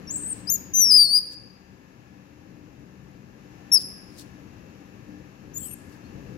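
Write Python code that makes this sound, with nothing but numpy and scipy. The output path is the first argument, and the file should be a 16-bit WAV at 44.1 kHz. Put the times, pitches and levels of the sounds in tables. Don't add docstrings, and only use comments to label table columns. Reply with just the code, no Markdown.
import sys
import numpy as np
from scipy import signal
from scipy.fft import rfft, irfft, next_fast_len
from scipy.io import wavfile
from scipy.ndimage import uniform_filter1d

SR = 44100
rng = np.random.default_rng(int(sys.argv[2]) if len(sys.argv) > 2 else 0)


def persist_wave(psi):
    counts = np.round(np.clip(psi, -1, 1) * 32767).astype(np.int16)
    wavfile.write(sys.argv[1], SR, np.atleast_2d(counts).T)


N = 280917
TIME_S = np.arange(N) / SR
CUTOFF_HZ = 15750

# time_s, rumble_db, hiss_db
AIRFLOW = [(0.0, -45, -57), (0.25, -44.5, -55), (1.45, -51.5, -62.5), (3.32, -50, -62),
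           (3.58, -47.5, -58.5), (5.52, -49, -60), (6.33, -45, -57), (6.37, -47, -59)]
# freq_hz, density_db (per Hz)
RUMBLE_COLOUR = [(12, -50), (20, -20), (86, -2.5), (163, -2.5), (189, -2.5), (266, -4.5), (300, -1),
                 (328, -8), (386, -11), (544, -16), (700, -26.5), (910, -54.5), (1540, -120)]
HISS_COLOUR = [(300, -31), (500, -3.5), (580, -9.5), (800, -5.5), (1500, -10.5), (2700, -11), (3300, -19.5),
               (6600, -19), (7600, -26), (8300, -41.5), (11000, -27), (15000, -31), (16000, -47.5)]
# freq_hz, level_db (rms)
MOTOR_TONES = [(134.6, -63), (188.8, -57.5), (297, -60.5), (382.2, -66), (506.0, -69), (796.7, -72),
               (1610, -74.5), (1658, -75), (1712, -69.5), (1766, -71.5), (2492, -80), (2638, -78.5),
               (2686, -76)]
# freq_hz, likeness (0 to 1)
LIKENESS = [(30, .6), (120, .93), (300, .9), (700, 0.62), (1500, 0), (15000, 0)]
# freq_hz, left_db
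AIR_BALANCE = [(130, 9.5), (290, 8.5), (640, 13.5), (1410, 7), (3100, 4.5), (6820, 5.5), (15000, -2.5)]
# time_s, pitch_hz, effort_db
WAVERING_SQUEAK = [(0.072, 5930, -48.5), (0.09, 5210, -42), (0.113, 7140, -34), (0.126, 7200, -32),
                   (0.143, 8200, -27), (0.161, 7160, -25), (0.182, 8660, -25), (0.223, 8150, -27.5),
                   (0.269, 8010, -22.5), (0.301, 8910, -21.5), (0.333, 7840, -17.5)]
RISING_SQUEAK = [(0.473, 4780, -33), (0.489, 5040, -28.0), (0.509, 6550, -29.5), (0.549, 7030, -31),
                 (0.563, 6460, -30)]
LONG_SQUEAL = [(0.738, 6057, -26.5), (0.795, 6200, -20.5), (0.861, 5460, -19), (0.891, 5510, -22.5),
               (0.917, 4890, -10.5), (0.961, 5026, -11.5), (0.998, 4637, -12.5), (1.038, 4680, -14),
               (1.076, 4270, -27), (1.162, 4890, -14), (1.192, 4830, -20)]
SHARP_CHIRP = [(3.717, 5270, -27.5), (3.721, 5415, -21.5), (3.742, 5670, -17.8), (3.772, 5040, -17),
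               (3.785, 4726, -26)]
THIN_SQUEAK = [(5.535, 5480, -56), (5.548, 7260, -49), (5.572, 6760, -37), (5.598, 7820, -46),
               (5.634, 7470, -45.5), (5.689, 8560, -39.5), (5.744, 8800, -37)]
FAINT_PEEP = [(6.04, 4250, -63.5), (6.076, 4450, -65)]
# freq_hz, gain_db
PITCH_COLOUR = [(4250, -0.3), (4950, 0.0), (5450, 2.0), (6100, 5), (7500, 7), (8600, -8), (9750, -10.5),
                (10850, -17), (11750, 9.1), (12600, -5.5), (13700, 6.5), (15500, -8.5)]
# start_s, end_s, first_hz, last_hz, first_db, last_db
STRAINS = [(0.125, 0.299, 4900, 3946, -32, -21), (5.581, 5.744, 3500, 2496, -12, 7)]
# freq_hz, gain_db
MOUTH = [(2500, -23), (3000, -16.5), (4200, -26), (6000, -21), (11000, -4.5), (12200, -2), (13500, -4.5),
         (15500, -33)]
# delay_s, left_db, right_db
BASKET_ECHOES = [(.0009, -29.5, -18.5), (.0021, -28, -22), (.0038, -30, -22), (.0062, -29, -24.5)]
# freq_hz, t60_s
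ROOM_T60 = [(2000, 0.31), (5000, 0.66), (10000, 0.52), (15000, 0.33)]
# middle_s, half_length_s, level_db
RUSTLES = [(0.375, 0.031, -57), (1.33, 0.013, -50), (3.813, .012, -46.5), (4.2, 0.016, -47.5),
           (4.195, 0.064, -59.5), (5.898, 0.0014, -56), (5.935, 0.02, -61.5)]
# freq_hz, density_db (per Hz)
RUSTLE_COLOUR = [(1200, -36.5), (2500, -13), (4500, 3.5), (7500, -3), (10500, -3.5), (14000, -9),
                 (15500, -9)]


def from_db(db):
    return 10 ** (np.asarray(db) / 20)


def rms_one(x):
    return x / np.sqrt(np.mean(x ** 2) + 1e-20)


def in_time(rows, t_s=TIME_S):
    s, *columns = np.transpose(rows)
    return [np.interp(t_s, s, column) for column in columns]


def at_hz(points, hz):
    f, value = np.transpose(points)
    return np.interp(np.log(np.maximum(hz, 1)), np.log(f), value)


def drift(rate_hz, size=N):
    steps = rng.standard_normal(N // 2 + 1)
    return np.interp(np.arange(size) / SR * rate_hz, np.arange(len(steps)), steps)


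def panned(left_db):
    gains = from_db(np.array([[left_db], [-left_db]]) / 2)
    return gains / gains.mean()


def later(x, delay_s):
    size = next_fast_len(N + SR // 10)
    hz = np.arange(size // 2 + 1) * SR / size
    return irfft(rfft(x, size) * np.exp(-2j * np.pi * hz * delay_s), size)[:N]


def air_noise(colour):
    size = next_fast_len(N)
    hz = np.arange(size // 2 + 1) * SR / size
    mid, side = rfft(rng.standard_normal((2, size)))
    alike = np.clip(at_hz(LIKENESS, hz), -1, 1)
    pair = np.sqrt(1 + alike) * mid + np.sqrt(1 - alike) * side * [[1], [-1]]
    lean = from_db(at_hz(AIR_BALANCE, hz) / 2 * [[1], [-1]])
    balance = lean / lean.mean(axis=0)
    noise = irfft(pair * balance * from_db(at_hz(colour, hz)), size)[:, :N]
    return noise / noise.mean(axis=0).std()


def motor_tones():
    total = np.zeros(N)
    for hz, level_db in MOTOR_TONES:
        level = from_db(level_db) * (1 + .4 * drift(6))
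        total += level * np.sin(2 * np.pi * hz * TIME_S + .9 * drift(7))
    return np.sqrt(2) * total * panned(8)


def ventilation(flutter_db=2.13):
    rumble_db, hiss_db = in_time(AIRFLOW)
    rumble = from_db(rumble_db - 0.08 + flutter_db * drift(7.5)) * air_noise(RUMBLE_COLOUR)
    hiss = from_db(hiss_db + 1.0) * air_noise(HISS_COLOUR)
    tones = motor_tones() * from_db(hiss_db - np.median(hiss_db))
    return rumble + hiss + tones


def strain(t_s, onset_s=.012):
    hz, depth = np.zeros(len(t_s)), np.zeros(len(t_s))
    for start_s, end_s, first_hz, last_hz, first_db, last_db in STRAINS:
        gate = np.clip(np.minimum(t_s - start_s, end_s - t_s) / onset_s + 1, 0, 1)
        hz += (gate > 0) * np.interp(t_s, [start_s, end_s], [first_hz, last_hz])
        depth += gate * from_db(np.interp(t_s, [start_s, end_s], [first_db, last_db]))
    return hz, depth


def combination_tones(t_s, pitch_hz, phase):
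    strain_hz, depth = strain(t_s)
    ragged_hz = strain_hz * (1 + .065 * drift(1400, len(t_s)))
    other_phase = 2 * np.pi * np.cumsum(ragged_hz) / SR
    total = np.zeros(len(t_s))
    for k, sign in ((0, 1), (1, -1), (1, 1), (2, -1)):
        mouth_db = at_hz(MOUTH, k * pitch_hz + sign * strain_hz)
        ragged_db = 4.5 * drift(260, len(t_s))
        total += depth * from_db(mouth_db + ragged_db) * np.sin(k * phase + sign * other_phase)
    return total


def squeak(glide, overtone_db, third_db, rasp_db, bloom_db=0, quaver_hz=0, quaver=0, crest_s=0,
           colour_scale=1, jitter=.003, shimmer_db=3.0, edge_s=0.0044):
    start_s, end_s = glide[0][0], glide[-1][0]
    span = (TIME_S > start_s - edge_s) & (TIME_S < end_s + edge_s)
    t_s = TIME_S[span]
    size = len(t_s)

    pitch_hz, effort_db = in_time(glide, t_s)
    quaver_phase = 2 * np.pi * quaver_hz * (t_s - start_s - crest_s)
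    pitch_hz = uniform_filter1d(pitch_hz, size=400) * (1 + quaver * np.cos(quaver_phase))

    first_db = at_hz(PITCH_COLOUR, pitch_hz / colour_scale)
    colour_step_db = at_hz(PITCH_COLOUR, 2 * pitch_hz / colour_scale) - first_db
    off_middle = np.linspace(-1, 1, size) ** 2
    second_db = overtone_db - bloom_db * off_middle + colour_step_db

    pitch_hz = pitch_hz * (1 + jitter * drift(530, size))
    phase = 2 * np.pi * np.cumsum(pitch_hz) / SR
    tone = np.sin(phase)
    for k, harmonic_db in ((2, second_db), (3, third_db)):
        audible = np.clip((CUTOFF_HZ - k * pitch_hz) / 900, 0, 1)
        tone = tone + audible * from_db(harmonic_db) * np.sin(k * phase)
    tone += combination_tones(t_s, pitch_hz, phase)

    highpass = signal.butter(2, 4500, "high", fs=SR, output="sos")
    turbulence = signal.sosfilt(highpass, rng.standard_normal(size))
    tone += from_db(rasp_db) * turbulence

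    gate = np.clip((np.minimum(t_s - start_s, end_s - t_s) + edge_s) / (2 * edge_s), 0, 1)
    level = from_db(effort_db + first_db + shimmer_db * drift(220, size))
    out = np.zeros(N)
    out[span] = np.sqrt(2) * tone * np.sin(gate * np.pi / 2) ** 2 * level
    return out


def aimed(call, left_db, room_db):
    return call * np.vstack([rms_one(panned(left_db)), from_db(room_db)])


def monkey():
    wavering = squeak(WAVERING_SQUEAK, overtone_db=-13.5, bloom_db=7.5, third_db=-35, rasp_db=-34,
                      quaver_hz=30.69, quaver=.0201, crest_s=.0201, colour_scale=0.92, jitter=.0042)
    rising = squeak(RISING_SQUEAK, overtone_db=5.5, bloom_db=18, third_db=-27, rasp_db=-41.5,
                    colour_scale=1.013, shimmer_db=1.3)
    squeal = squeak(LONG_SQUEAL, overtone_db=-4.0, third_db=-23.5, rasp_db=-61.0,
                    quaver_hz=18.84, quaver=.007, crest_s=.0035, jitter=0.0032, shimmer_db=1.04)
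    chirp = squeak(SHARP_CHIRP, overtone_db=-3, bloom_db=4.0, third_db=-25.5, rasp_db=-41.5,
                   colour_scale=0.95, jitter=0.0022, shimmer_db=1.4, edge_s=.0012)
    thin = squeak(THIN_SQUEAK, overtone_db=-1.7, bloom_db=6.0, third_db=-30, rasp_db=-38,
                  quaver_hz=19.0, quaver=0.013, crest_s=0.0034, colour_scale=1.026, jitter=0.004,
                  shimmer_db=2.7)
    peep = squeak(FAINT_PEEP, overtone_db=-9, third_db=-32, rasp_db=-21, jitter=0.021)
    return (aimed(wavering, left_db=7.0, room_db=-12)
            + aimed(rising, left_db=13.5, room_db=-18.5)
            + aimed(squeal, left_db=8.0, room_db=-16.5)
            + aimed(chirp, left_db=11.0, room_db=-16)
            + aimed(thin, left_db=14.0, room_db=-15.5)
            + aimed(peep, left_db=15, room_db=-13))


def basket(left, right, shade_hz=13000, right_lag_s=.000205):
    pole = np.exp(-2 * np.pi * shade_hz / SR)
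    right = later(signal.lfilter([1 - pole], [1, -pole], right), right_lag_s)
    left_echoes = sum(from_db(left_db) * later(left, delay_s) for delay_s, left_db, _ in BASKET_ECHOES)
    right_echoes = sum(from_db(right_db) * later(right, delay_s) for delay_s, _, right_db in BASKET_ECHOES)
    return np.array([left + left_echoes, right + right_echoes])


def room(x, first_s=0.0044, build_s=0.0027):
    t_s = np.arange(SR) / SR
    edges_hz = np.geomspace(2000, 16000, 7)
    white, tail = rng.standard_normal((2, SR)), 0
    for low_hz, high_hz in zip(edges_hz, edges_hz[1:]):
        bandpass = signal.butter(2, [low_hz, high_hz], "band", fs=SR, output="sos")
        t60_s = at_hz(ROOM_T60, np.sqrt(low_hz * high_hz))
        tail = tail + signal.sosfilt(bandpass, white) * np.exp(-np.log(1000) * t_s / t60_s)
    tail = tail * np.clip((t_s - first_s) / build_s, 0, 1)
    return signal.fftconvolve(x[None], rms_one(tail) / np.sqrt(SR), axes=1)[:, :N]


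def towel(grain_db=2.5):
    swell = sum(from_db(level_db) * np.exp(-.5 * ((TIME_S - middle_s) / half_s) ** 2)
                for middle_s, half_s, level_db in RUSTLES)
    grain = from_db(-4 + grain_db * drift(500))
    return swell * grain * air_noise(RUSTLE_COLOUR) * panned(3.0)


def scene():
    air_left, air_right = ventilation()
    air = np.array([later(air_left, 0.00041), air_right])
    left, right, into_room = monkey()
    voice = basket(left, right) + room(into_room) * panned(2.84)
    return air + voice + towel()


def record(dry):
    lowpass = signal.ellip(10, .1, 80, CUTOFF_HZ, fs=SR, output="sos")
    return signal.sosfilt(lowpass, dry)


dry = scene()
out = record(dry)
persist_wave(out)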